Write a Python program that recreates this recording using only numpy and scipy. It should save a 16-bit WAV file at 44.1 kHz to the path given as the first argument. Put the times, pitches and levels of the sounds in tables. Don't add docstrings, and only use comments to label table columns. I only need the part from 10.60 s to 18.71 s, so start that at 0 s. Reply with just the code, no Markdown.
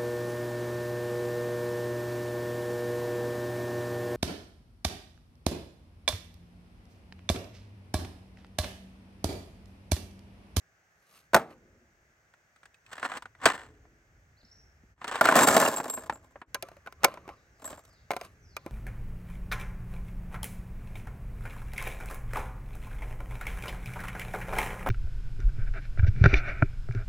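import sys
import numpy as np
from scipy import signal
from scipy.fft import rfft, irfft, next_fast_len
from scipy.io import wavfile

SR = 44100
rng = np.random.default_rng(int(sys.argv[2]) if len(sys.argv) > 2 else 0)


def transcribe(u):
    v = np.clip(np.atleast_2d(u).T, -1, 1)
    q = np.round(v * 32767).astype(np.int16)
    wavfile.write(sys.argv[1], SR, q)


N = 357651
TIME = np.arange(N) / SR
RING_TIME = TIME[:SR // 4]


def from_db(db):
    return 10 ** (np.asarray(db) / 20)


def rms_one(x):
    return x / np.sqrt(np.mean(x ** 2) + 1e-20)


def fade(t, t60):
    return from_db(-60 * t / max(t60, 1e-3))


def at_hz(points, hz):
    table_hz, values = np.array(points).T
    return np.interp(np.log(hz), np.log(table_hz), values)


def add(out, s, sound):
    start = round(s * SR)
    out[:, start:start + sound.shape[1]] += sound[:, :N - start]


def band_pass(low, high):
    return signal.butter(2, [low, high], "band", fs=SR, output="sos")


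def drift(per_s):
    knots = rng.standard_normal(int(TIME[-1] * per_s) + 2)
    return rms_one(np.interp(TIME * per_s, np.arange(len(knots)), knots))


EDGES = np.geomspace(22, 17800, 30)
BANDS = [(np.sqrt(low * high), band_pass(low, high)) for low, high in zip(EDGES, EDGES[1:])]
# (frequency [Hz], correlation)
LIKENESS = [(100, .98), (600, 0.98), (1400, .94), (3500, 0.57), (7000, 1), (15000, 0.41)]


def coloured(colour, envelope, likeness=LIKENESS):
    out = 0
    lowest_hz = colour[0][0]
    for hz, sos in BANDS:
        if hz > lowest_hz / 2:
            shape = envelope(hz)
            noise = rng.standard_normal((2, len(shape) + SR // 20))
            noise = signal.sosfilt(sos, noise)[:, -len(shape):]
            mid, side = map(rms_one, shape * noise)
            alike = np.clip(at_hz(likeness, hz), -1, 1)
            gain = from_db(at_hz(colour, hz)) * np.sqrt(hz) * min(1, hz / lowest_hz) ** 2
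            out = out + gain * (np.sqrt(1 + alike) * mid + np.sqrt(1 - alike) * side * [[1], [-1]])
    return rms_one(out)


# (time [s], relative level [dB])
WIND = [(0, -81.5), (.6, -81.5), (.95, -65), (1.8, -83), (3.05, -63.5), (3.8, -69), (4.9, -62.5),
        (5.9, -64), (6.9, -67.5), (8.11, -61.5)]
# (frequency [Hz], relative density [dB per Hz])
WIND_COLOUR = [(25, -14.5), (55, 3.5), (110, -1), (200, -15.5), (400, -19), (800, -37.5), (2000, -58)]
# (frequency [Hz], relative density [dB per Hz])
AIR = [(59, -30.5), (100, -9.5), (177, -10.5), (210, -21), (424, -16), (502, -18), (570, -12.5),
       (818, -15.5), (970, -22), (1680, -8), (3780, -34), (6700, -21.5), (10000, -45.5), (12100, -32.5),
       (16000, -36.5)]
# (frequency [Hz], correlation)
AIR_LIKENESS = [(100, 0.77), (550, 1), (1650, -.2), (5000, 0.47)]
# (time [s], depth [dB])
LULLS = [(4.362, 17), (5.848, 30)]
AIR_DB, LULL_WIDTH_S = -70, 0.026
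AIR_RISE_S, AIR_RISE_DB = 5.92, 1.5


def outdoors(gust_db):
    wind_db = np.interp(TIME, *np.transpose(WIND))
    dip_db = sum(db * np.exp(-((TIME - s) / LULL_WIDTH_S) ** 2) for s, db in LULLS)
    rise_db = AIR_RISE_DB * np.clip((TIME - AIR_RISE_S) / LULL_WIDTH_S, 0, 1)
    steady = lambda hz: np.ones(N)
    wind = from_db(wind_db + gust_db * drift(14)) * coloured(WIND_COLOUR, steady)
    rustle = from_db(AIR_DB) * coloured(AIR, steady, AIR_LIKENESS)
    return from_db(rise_db - dip_db) * (rustle + wind)


def echo(x, colour, t60):
    t = TIME[:SR * 3 // 2]
    tail = coloured(colour, lambda hz: fade(t, t60) * (1 - fade(t, .15))) / np.sqrt(len(t))
    return signal.oaconvolve(x, tail, axes=1)[:, :N]


# (time [s], length [s], first pitch [Hz], last pitch [Hz], relative level [dB])
CHIRPS = [(3.763, .045, 3900, 5250, -65.5), (3.799, 0.023, 5100, 3300, -65), (3.848, 0.01, 5450, 5450, -59),
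          (3.912, 0.015, 5430, 5450, -54), (3.92, 0.016, 5500, 6150, -55.5)]
# (time [s], length [s], relative level [dB])
SLURS = [(6.616, 0.22, -78), (6.862, 0.2, -80), (7.199, 0.22, -71.5), (7.778, 0.24, -69)]
SLUR_FROM_HZ, SLUR_TO_HZ = 6700, 3020


def birds(direct_db, scatter_db):
    song = np.zeros((1, N))
    slurs = [(s, length_s, SLUR_FROM_HZ, SLUR_TO_HZ, db) for s, length_s, db in SLURS]
    for s, length_s, first_hz, last_hz, db in [*CHIRPS, *slurs]:
        along = np.linspace(0, 1, int(length_s * SR))
        waver = 1 + .018 * drift(250)[:len(along)]
        hz = (first_hz + (last_hz - first_hz) * along) * waver
        loudness = from_db(db + 3.5 * drift(60)[:len(along)]) * np.sin(np.pi * along)
        whistle = loudness * np.sin(2 * np.pi * np.cumsum(hz) / SR)
        add(song, s, whistle[None])
    scatter = echo(song, [(3000, 0), (7000, 0)], t60=.55)
    return from_db(direct_db) * song + from_db(scatter_db) * scatter


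# (frequency [Hz], relative density [dB per Hz])
YARD = [(110, -4), (260, 10), (450, 5.5), (700, -20), (1500, -16.5), (3000, -19.5), (8000, -29),
        (16000, -42)]


def yard_echo(near):
    return from_db(-41.0) * echo(near, YARD, t60=1.6)


# (time [s], relative peak level [dB])
THUDS = [(0.743, -22.5), (2.348, -60), (2.451, -44.5), (2.648, -48), (2.853, -27.5), (3.832, -47),
         (4.234, -45.5)]


def thuds(level_db, t60):
    out = np.zeros((2, N))
    colour = [(45, -9.5), (75, -1.5), (200, -5.5), (400, -16.5), (1500, -60)]
    for s, db in THUDS:
        bump = coloured(colour, lambda hz: fade(RING_TIME, t60))
        add(out, s, from_db(db + level_db) * bump / np.abs(bump).max())
    return out


def mode(hz, t60):
    skew = np.arccos(np.clip(at_hz(LIKENESS, hz), -1, 1)) * rng.choice([-1, 1]) / 2
    phase = 2 * np.pi * hz * RING_TIME + np.array([[skew], [-skew]])
    return np.sin(phase) * fade(RING_TIME, t60)


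REGISTERS = [band_pass(90, 750), band_pass(850, 2600), band_pass(3000, 19000)]


def response(colour, modes, contact_s, t60, damping, after_db, after_t60, modes_db, spot_db, spot_t60, spot_hz):
    def envelope(hz):
        t = RING_TIME * (hz / 1000) ** damping
        return fade(t, t60) + from_db(after_db) * fade(t, after_t60) + 1e-12

    rings = 0
    for hz, db, ring_s in modes:
        gain = rng.choice([-1, 1]) * from_db(db + rng.normal(0, 3.3))
        rings = rings + gain * mode(hz * rng.normal(1, 0.0095), ring_s)
    spot = rms_one(mode(spot_hz, spot_t60))
    sound = coloured(colour, envelope) + from_db(modes_db) * rms_one(rings) + from_db(spot_db) * spot
    sound = sound * (1 - np.exp(-(RING_TIME / contact_s) ** 2))
    parts = [signal.sosfilt(sos, sound) for sos in REGISTERS]
    registers = np.array([sign * rms_one(part) for sign, part in zip([1, -1, 1], parts)])
    return registers * np.sqrt(.01 / RING_TIME[-1])


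def contacts(rows, body, level_db, even_hz, tilt_db_per_octave):
    out = np.zeros((2, N))
    for s, db, hardness_db, spot_hz in rows:
        tilt_db = tilt_db_per_octave * np.log2(spot_hz / even_hz)
        weights = from_db([min(-tilt_db, 0), min(tilt_db, 0), hardness_db])
        add(out, s, from_db(db) * np.tensordot(weights, body(spot_hz), 1))
    return from_db(level_db) * out


def efforts(rows):
    body = treble = 0
    for s, rise_s, hold_s, t60, db, treble_db in rows:
        swell = fade(np.maximum(s - TIME, 0), rise_s)
        dying = fade(np.maximum(TIME - s - hold_s, 0), t60)
        gain = from_db(db) * swell * dying
        body, treble = body + gain, treble + from_db(treble_db) * gain
    return body + 1e-12, treble + 1e-12


def grains(per_s, spread_db):
    sizes = from_db(spread_db * np.minimum(rng.exponential(1, N), 3)) * rng.choice([-1, 1], N)
    return sizes * (rng.random(N) < per_s / SR)


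def struck(hits, body):
    return signal.oaconvolve(hits, body, axes=1)[:, :N]


# (frequency [Hz], nominal level [dB], decay t60 [s])
MAGAZINE_MODES = [(395, -9.5, 0.066), (555, -6, .1), (693, -5.5, .06), (1032, -9, 0.13),
                  (1360, -6.5, 0.068), (1537, -5, .045), (2120, -10, 0.048), (2340, -7.5, .06),
                  (2700, -14, 0.014), (4190, -11, 0.029), (4847, -12, 0.032), (6450, -9, 0.035),
                  (8940, -7, 0.025), (11200, 0.5, .018)]
# (frequency [Hz], relative density [dB per Hz])
MAGAZINE_COLOUR = [(110, -29), (260, -4.5), (650, 3), (1400, -8), (2400, -3.5), (3200, -9.5), (5000, -9.5),
                   (8500, -13), (12000, -9.5), (16000, -17.5)]


def magazine(spot_hz):
    return response(MAGAZINE_COLOUR, MAGAZINE_MODES, contact_s=0.00032, t60=0.033, damping=0.37,
                    after_db=-29.5, after_t60=0.16, modes_db=-4.5,
                    spot_db=-0.5, spot_t60=0.032, spot_hz=spot_hz)


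# (time [s], swelling t60 [s],
# hold [s], dying t60 [s], murmur level [dB], hiss above that [dB])
RUB = [(.57, 0.52, .01, 0.26, -66, 4.5), (.9, 0.19, .03, 0.079, -57, -15),
       (5.96, 0.037, 0.0085, 0.17, -60, -16), (6.04, .04, .01, 0.58, -58, -13.5),
       (6.275, .08, 0.0043, 0.057, -54.5, -25), (6.455, 0.13, .005, 0.38, -42, -19),
       (6.69, 0.13, 0.0068, 0.21, -50, -22.5), (7.52, 0.056, 0.0044, 0.61, -56.5, -5),
       (7.65, 0.19, .005, 0.089, -55.5, -5.5), (8.07, 0.24, .005, .25, -60, -11.5)]


def swish_and_rubbing(per_s, spread_db, count=3):
    pressure, friction = efforts(RUB)
    murmur = hiss = 0
    for _ in range(count):
        slips = grains(per_s / count, spread_db)[None]
        bass, middle, treble = magazine(rng.uniform(160, 1200))
        murmur = murmur + struck(slips, bass + middle)
        hiss = hiss + struck(slips, treble)
    return pressure * rms_one(murmur) + friction * rms_one(hiss)


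# (time [s], relative level [dB],
# hardness = treble above that level [dB], ring of the struck spot [Hz])
MAGAZINE_CLICKS = [(0.7445, -14.5, -4, 1492), (5.945, -38.5, 12, 1530), (5.9475, -38, -24, 1030),
                   (5.953, -35.5, -18, 1620), (6.0245, -45.5, 13, 774), (6.0285, -36.5, -33, 547),
                   (6.086, -49.5, -4, 710), (6.116, -50.5, -16, 654), (6.167, -51, -13, 560),
                   (6.262, -44.5, -14, 1530), (6.272, -37.5, -18.5, 1465), (6.324, -49.5, -3.5, 1350),
                   (6.4335, -32.5, -2, 810), (6.4403, -17.5, -24, 1384), (6.4443, -28.5, 18, 1450),
                   (6.4463, -19, -6, 755), (6.4475, -18, -29, 2196), (6.483, -37.5, -17, 600),
                   (6.54, -44.5, -7, 603), (6.573, -44, -23, 980), (6.678, -41, -15.5, 400),
                   (6.69, -41, -16, 830), (7.506, -26, -14.5, 756), (7.5068, -29.5, -27, 2160),
                   (7.5145, -31.5, -5.5, 695), (7.534, -34, -20, 677), (7.565, -32.5, -6, 720),
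                   (7.612, -38, -5.5, 695), (7.966, -39, 0.5, 1200), (7.9668, -36, -9, 2435),
                   (8.062, -33, -17, 330)]


def magazine_clicks():
    return contacts(MAGAZINE_CLICKS, magazine, level_db=-5.5, even_hz=920, tilt_db_per_octave=9)


# (frequency [Hz], nominal level [dB], decay t60 [s])
CARTON_MODES = [(450, -17, 0.027), (757, -2, 0.036), (963, -9, 0.069), (1450, -2.5, 0.014),
                (1800, -5.5, .04), (8400, -19, 0.045)]
# (frequency [Hz], relative density [dB per Hz])
CARTON_COLOUR = [(110, -16), (240, -4), (500, -6.5), (800, -5), (1500, -0.5), (2200, -9), (3500, -12),
                 (6000, -22.5), (8000, -16.5), (12000, -30), (16000, -33.5)]


def carton(spot_hz):
    return response(CARTON_COLOUR, CARTON_MODES, contact_s=0.00063, t60=0.041, damping=0.085,
                    after_db=-27.0, after_t60=0.15, modes_db=-7.0,
                    spot_db=-3, spot_t60=0.035, spot_hz=spot_hz)


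# (time [s], relative level [dB],
# hardness = treble above that level [dB], ring of the struck spot [Hz])
CARTON_KNOCKS = [(1.737, -55.5, -9.5, 1530), (1.96, -61, -1, 1300), (2.031, -52.5, -7, 1680),
                 (2.055, -52.5, -1, 1630), (2.143, -64, 7.5, 2550), (2.263, -63, 9, 2560),
                 (2.33, -44, -4, 1500), (2.38, -37.5, -12.5, 1680), (2.428, -26.5, -18, 1450),
                 (2.449, -27, -22, 1420), (2.517, -31.5, -16.5, 1260), (2.571, -37.5, -1.5, 1100),
                 (2.622, -43.5, -4, 1000), (2.655, -39, -17, 1470), (2.75, -53, -16, 1960),
                 (2.829, -40, -16.5, 1150), (2.8555, -17, 4, 1065), (2.8595, -12.5, -12.5, 660),
                 (2.875, -30, -10, 1240), (2.899, -28, -9.5, 1035), (3.252, -60.5, -29, 700),
                 (4.415, -39.5, -19.5, 1060), (4.443, -33.5, -6, 950), (4.478, -39.5, 6, 760),
                 (4.554, -29.5, -5.5, 900), (5.496, -25, -16.5, 900), (5.757, -42, -41.5, 600),
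                 (5.815, -41, -22, 1000), (7.128, -41, -11, 600), (7.178, -48.5, -27, 600)]


def carton_knocks():
    return contacts(CARTON_KNOCKS, carton, level_db=-6.0, even_hz=780, tilt_db_per_octave=13.5)


# (multiple of its ring [ratio], relative level [dB])
CASE_MODES = [(0.998, -4), (1.008, -11), (1.62, -18)]


def case_ring(hz, t60):
    return sum(from_db(db) * mode(hz * multiple, t60) for multiple, db in CASE_MODES)


def jostle(moves, body, per_s, thinning, spread_db, bass_db, ring_db, case_hz, case_t60, count=6):
    knocking, brass = efforts(moves)
    busy = np.clip((knocking / knocking.max()) ** thinning, .15, 1)
    knocks = ticks = rings = 0
    for _ in range(count):
        hits = (grains(busy * per_s / count, spread_db) / np.sqrt(busy))[None]
        bass, middle, treble = body(rng.uniform(600, 1800))
        knocks = knocks + struck(hits, from_db(bass_db) * bass + middle)
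        ticks = ticks + struck(hits, treble)
        rings = rings + struck(hits, case_ring(case_hz * rng.normal(1, .006), case_t60))
    return knocking * rms_one(knocks) + brass * (rms_one(ticks) + from_db(ring_db) * rms_one(rings))


# (time [s], swelling t60 [s], hold [s], dying t60 [s],
# knocking level [dB], brass above that [dB])
CARTON_RATTLE = [(2.33, 0.15, 0.009, .45, -46, -7), (2.448, 0.087, .005, .3, -38.5, -12.5),
                 (2.52, 0.13, .05, .1, -45, -13), (2.83, 0.087, .01, .2, -43, -12.5),
                 (2.875, 0.068, .005, .14, -23.5, -10.5), (2.93, 0.097, .05, 0.31, -45, -10.5),
                 (4.42, 0.1, .04, .2, -55.5, -15.5), (4.49, 0.12, .09, .2, -39.5, -11),
                 (4.64, 0.03, 0.15, .2, -31, -10)]


def carton_rattle():
    return jostle(CARTON_RATTLE, carton, per_s=410, thinning=0.13, spread_db=3.5, bass_db=-6,
                  ring_db=-3.5, case_hz=7630, case_t60=0.02)


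# (frequency [Hz], nominal level [dB], decay t60 [s])
TABLE_MODES = [(252, -15, 0.11), (420, -21, 0.062), (458, -20, 0.23), (587, -8, 0.054), (655, 1.5, 0.055),
               (1367, -6, 0.043), (1510, -7.5, 0.02), (3850, -25.5, 0.086)]
# (frequency [Hz], relative density [dB per Hz])
TABLE_COLOUR = [(110, -15.5), (240, -4.5), (370, -7), (650, -1), (1000, -7), (1450, -8), (2100, -15),
                (3300, -18.5), (6000, -19.5), (8500, -15), (12000, -14.5), (16000, -26)]


def planks(spot_hz):
    return response(TABLE_COLOUR, TABLE_MODES, contact_s=0.0018, t60=.034, damping=.25,
                    after_db=-26, after_t60=0.29, modes_db=-5.5,
                    spot_db=-4.5, spot_t60=0.033, spot_hz=spot_hz)


ROCK_S, ROCK_GAP_S = .771, 0.023
ROCK_DB, ROCK_LOSS_DB, ROCK_HARDNESS_DB, ROCK_HZ = -27.5, 11.5, -16, 680


def rocking(count=4):
    return [(ROCK_S + k * ROCK_GAP_S, ROCK_DB - k * ROCK_LOSS_DB, ROCK_HARDNESS_DB, ROCK_HZ * rng.uniform(.8, 1.2))
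            for k in range(count)]


# (time [s], relative level [dB],
# hardness = treble above that level [dB], ring of the struck spot [Hz])
TABLE_KNOCKS = [(0.7325, -25, -13.5, 651.5), (0.743, -15, -11, 655), (0.7468, -15.5, -6.5, 850),
                (0.7615, -19, -11.5, 690), (4.6095, -12, -13.5, 1414), (4.653, -15.5, -10, 1450),
                (4.686, -12.5, -18, 1503), (4.7215, -18, -16, 1000), (4.754, -16.5, -6, 600),
                (4.762, -23.5, 2.5, 700), (4.774, -20.5, -9.5, 680), (4.788, -16, -6.5, 1460),
                (4.818, -17.5, -12.5, 950), (4.831, -19.5, -2, 900), (4.872, -22, -2, 740),
                (4.884, -17, -4, 1400), (4.964, -16.5, -5, 700), (4.999, -31.5, 9, 640),
                (5.023, -19, -36.5, 1010), (5.06, -22.5, -9.5, 2770), (5.199, -30.5, -31, 700),
                (5.257, -35.5, -33, 528), (5.2975, -51.5, 15.5, 1120), (5.374, -37, -30, 600),
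                (5.523, -41.5, -16, 820), (7.25, -66, 10, 790)]


def table_knocks():
    return contacts([*TABLE_KNOCKS, *rocking()], planks, level_db=-4.5, even_hz=700, tilt_db_per_octave=9.5)


# (time [s],
# swelling t60 [s], hold [s], dying t60 [s], knocking level [dB], brass above that [dB])
HEAP_RATTLE = [(4.63, 0.033, 0.13, 0.35, -30, -16.5), (4.775, 0.1, 0.21, 0.85, -24, -7.5),
               (5.53, .3, .01, 0.41, -58, -24.5), (7.03, 0.084, .06, 0.51, -48.5, -6.5)]


def heap_rattle():
    return jostle(HEAP_RATTLE, planks, per_s=550, thinning=0.3, spread_db=4.5, bass_db=2,
                  ring_db=-0.5, case_hz=7460, case_t60=0.056)


# (time [s], relative level [dB], ring [Hz])
CLINKS = [(4.8254, -18.5, 7580), (4.8791, -21, 7700), (5.1622, -26.5, 7650), (5.2979, -27, 7560),
          (5.3381, -27, 7560), (5.382, -38.5, 7540), (5.5335, -44, 7360), (7.0532, -32, 7700),
          (7.1754, -56, 7580)]


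def clinks(level_db):
    out = np.zeros((2, N))
    for s, db, hz in CLINKS:
        ring = case_ring(hz, t60=0.12) * (1 - fade(RING_TIME, 0.007))
        add(out, s, from_db(db + level_db) * ring)
    return out


def scene():
    near = thuds(level_db=-6.5, t60=0.11) + swish_and_rubbing(per_s=1300, spread_db=3.5) + magazine_clicks()
    near = near + carton_knocks() + carton_rattle()
    near = near + table_knocks() + heap_rattle() + clinks(level_db=4.0)
    far = outdoors(gust_db=2.5) + birds(direct_db=-2, scatter_db=-2) + yard_echo(near)
    return near + far


# (frequency [Hz], lead [radians])
PORT_PHASE = [(0, 1), (1810, 0.39), (3190, 1.9), (3700, 0.46), (5340, 1.43), (6370, 0.57), (7410, 2),
              (10600, -3.8), (11800, -4.5), (12300, -6.5), (13500, -10.5), (14300, -10.5), (15200, -11.5),
              (16700, -11.5)]
PORTS_APART_HZ = 1800


def ports(x):
    size = next_fast_len(N + SR // 10)
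    hz = np.arange(size // 2 + 1) * SR / size
    lead = np.interp(hz, *np.transpose(PORT_PHASE)) * np.minimum(hz / PORTS_APART_HZ, 1)
    turn = np.exp(.5j * lead * np.array([[1], [-1]]))
    return irfft(rfft(x, size) * turn, size)[:, :N]


# (frequency [Hz], width [Hz], gain [dB])
MIC_COLOUR = [(10280, 2000, -12.5), (11900, 370, 1.5), (13700, 1300, -8)]
CUTOFF_HZ = 16050


def record(dry):
    dry = ports(dry)
    for hz, width_hz, db in MIC_COLOUR:
        b, a = signal.iirpeak(hz, hz / width_hz, fs=SR)
        dry = dry + (from_db(db) - 1) * signal.lfilter(b, a, dry)
    rounded = 1.241 * np.tanh(dry / 1.001)
    top_cut = signal.ellip(10, .3, 80, CUTOFF_HZ, fs=SR, output="sos")
    return signal.sosfilt(top_cut, rounded)


dry = scene()
out = record(dry)
transcribe(out)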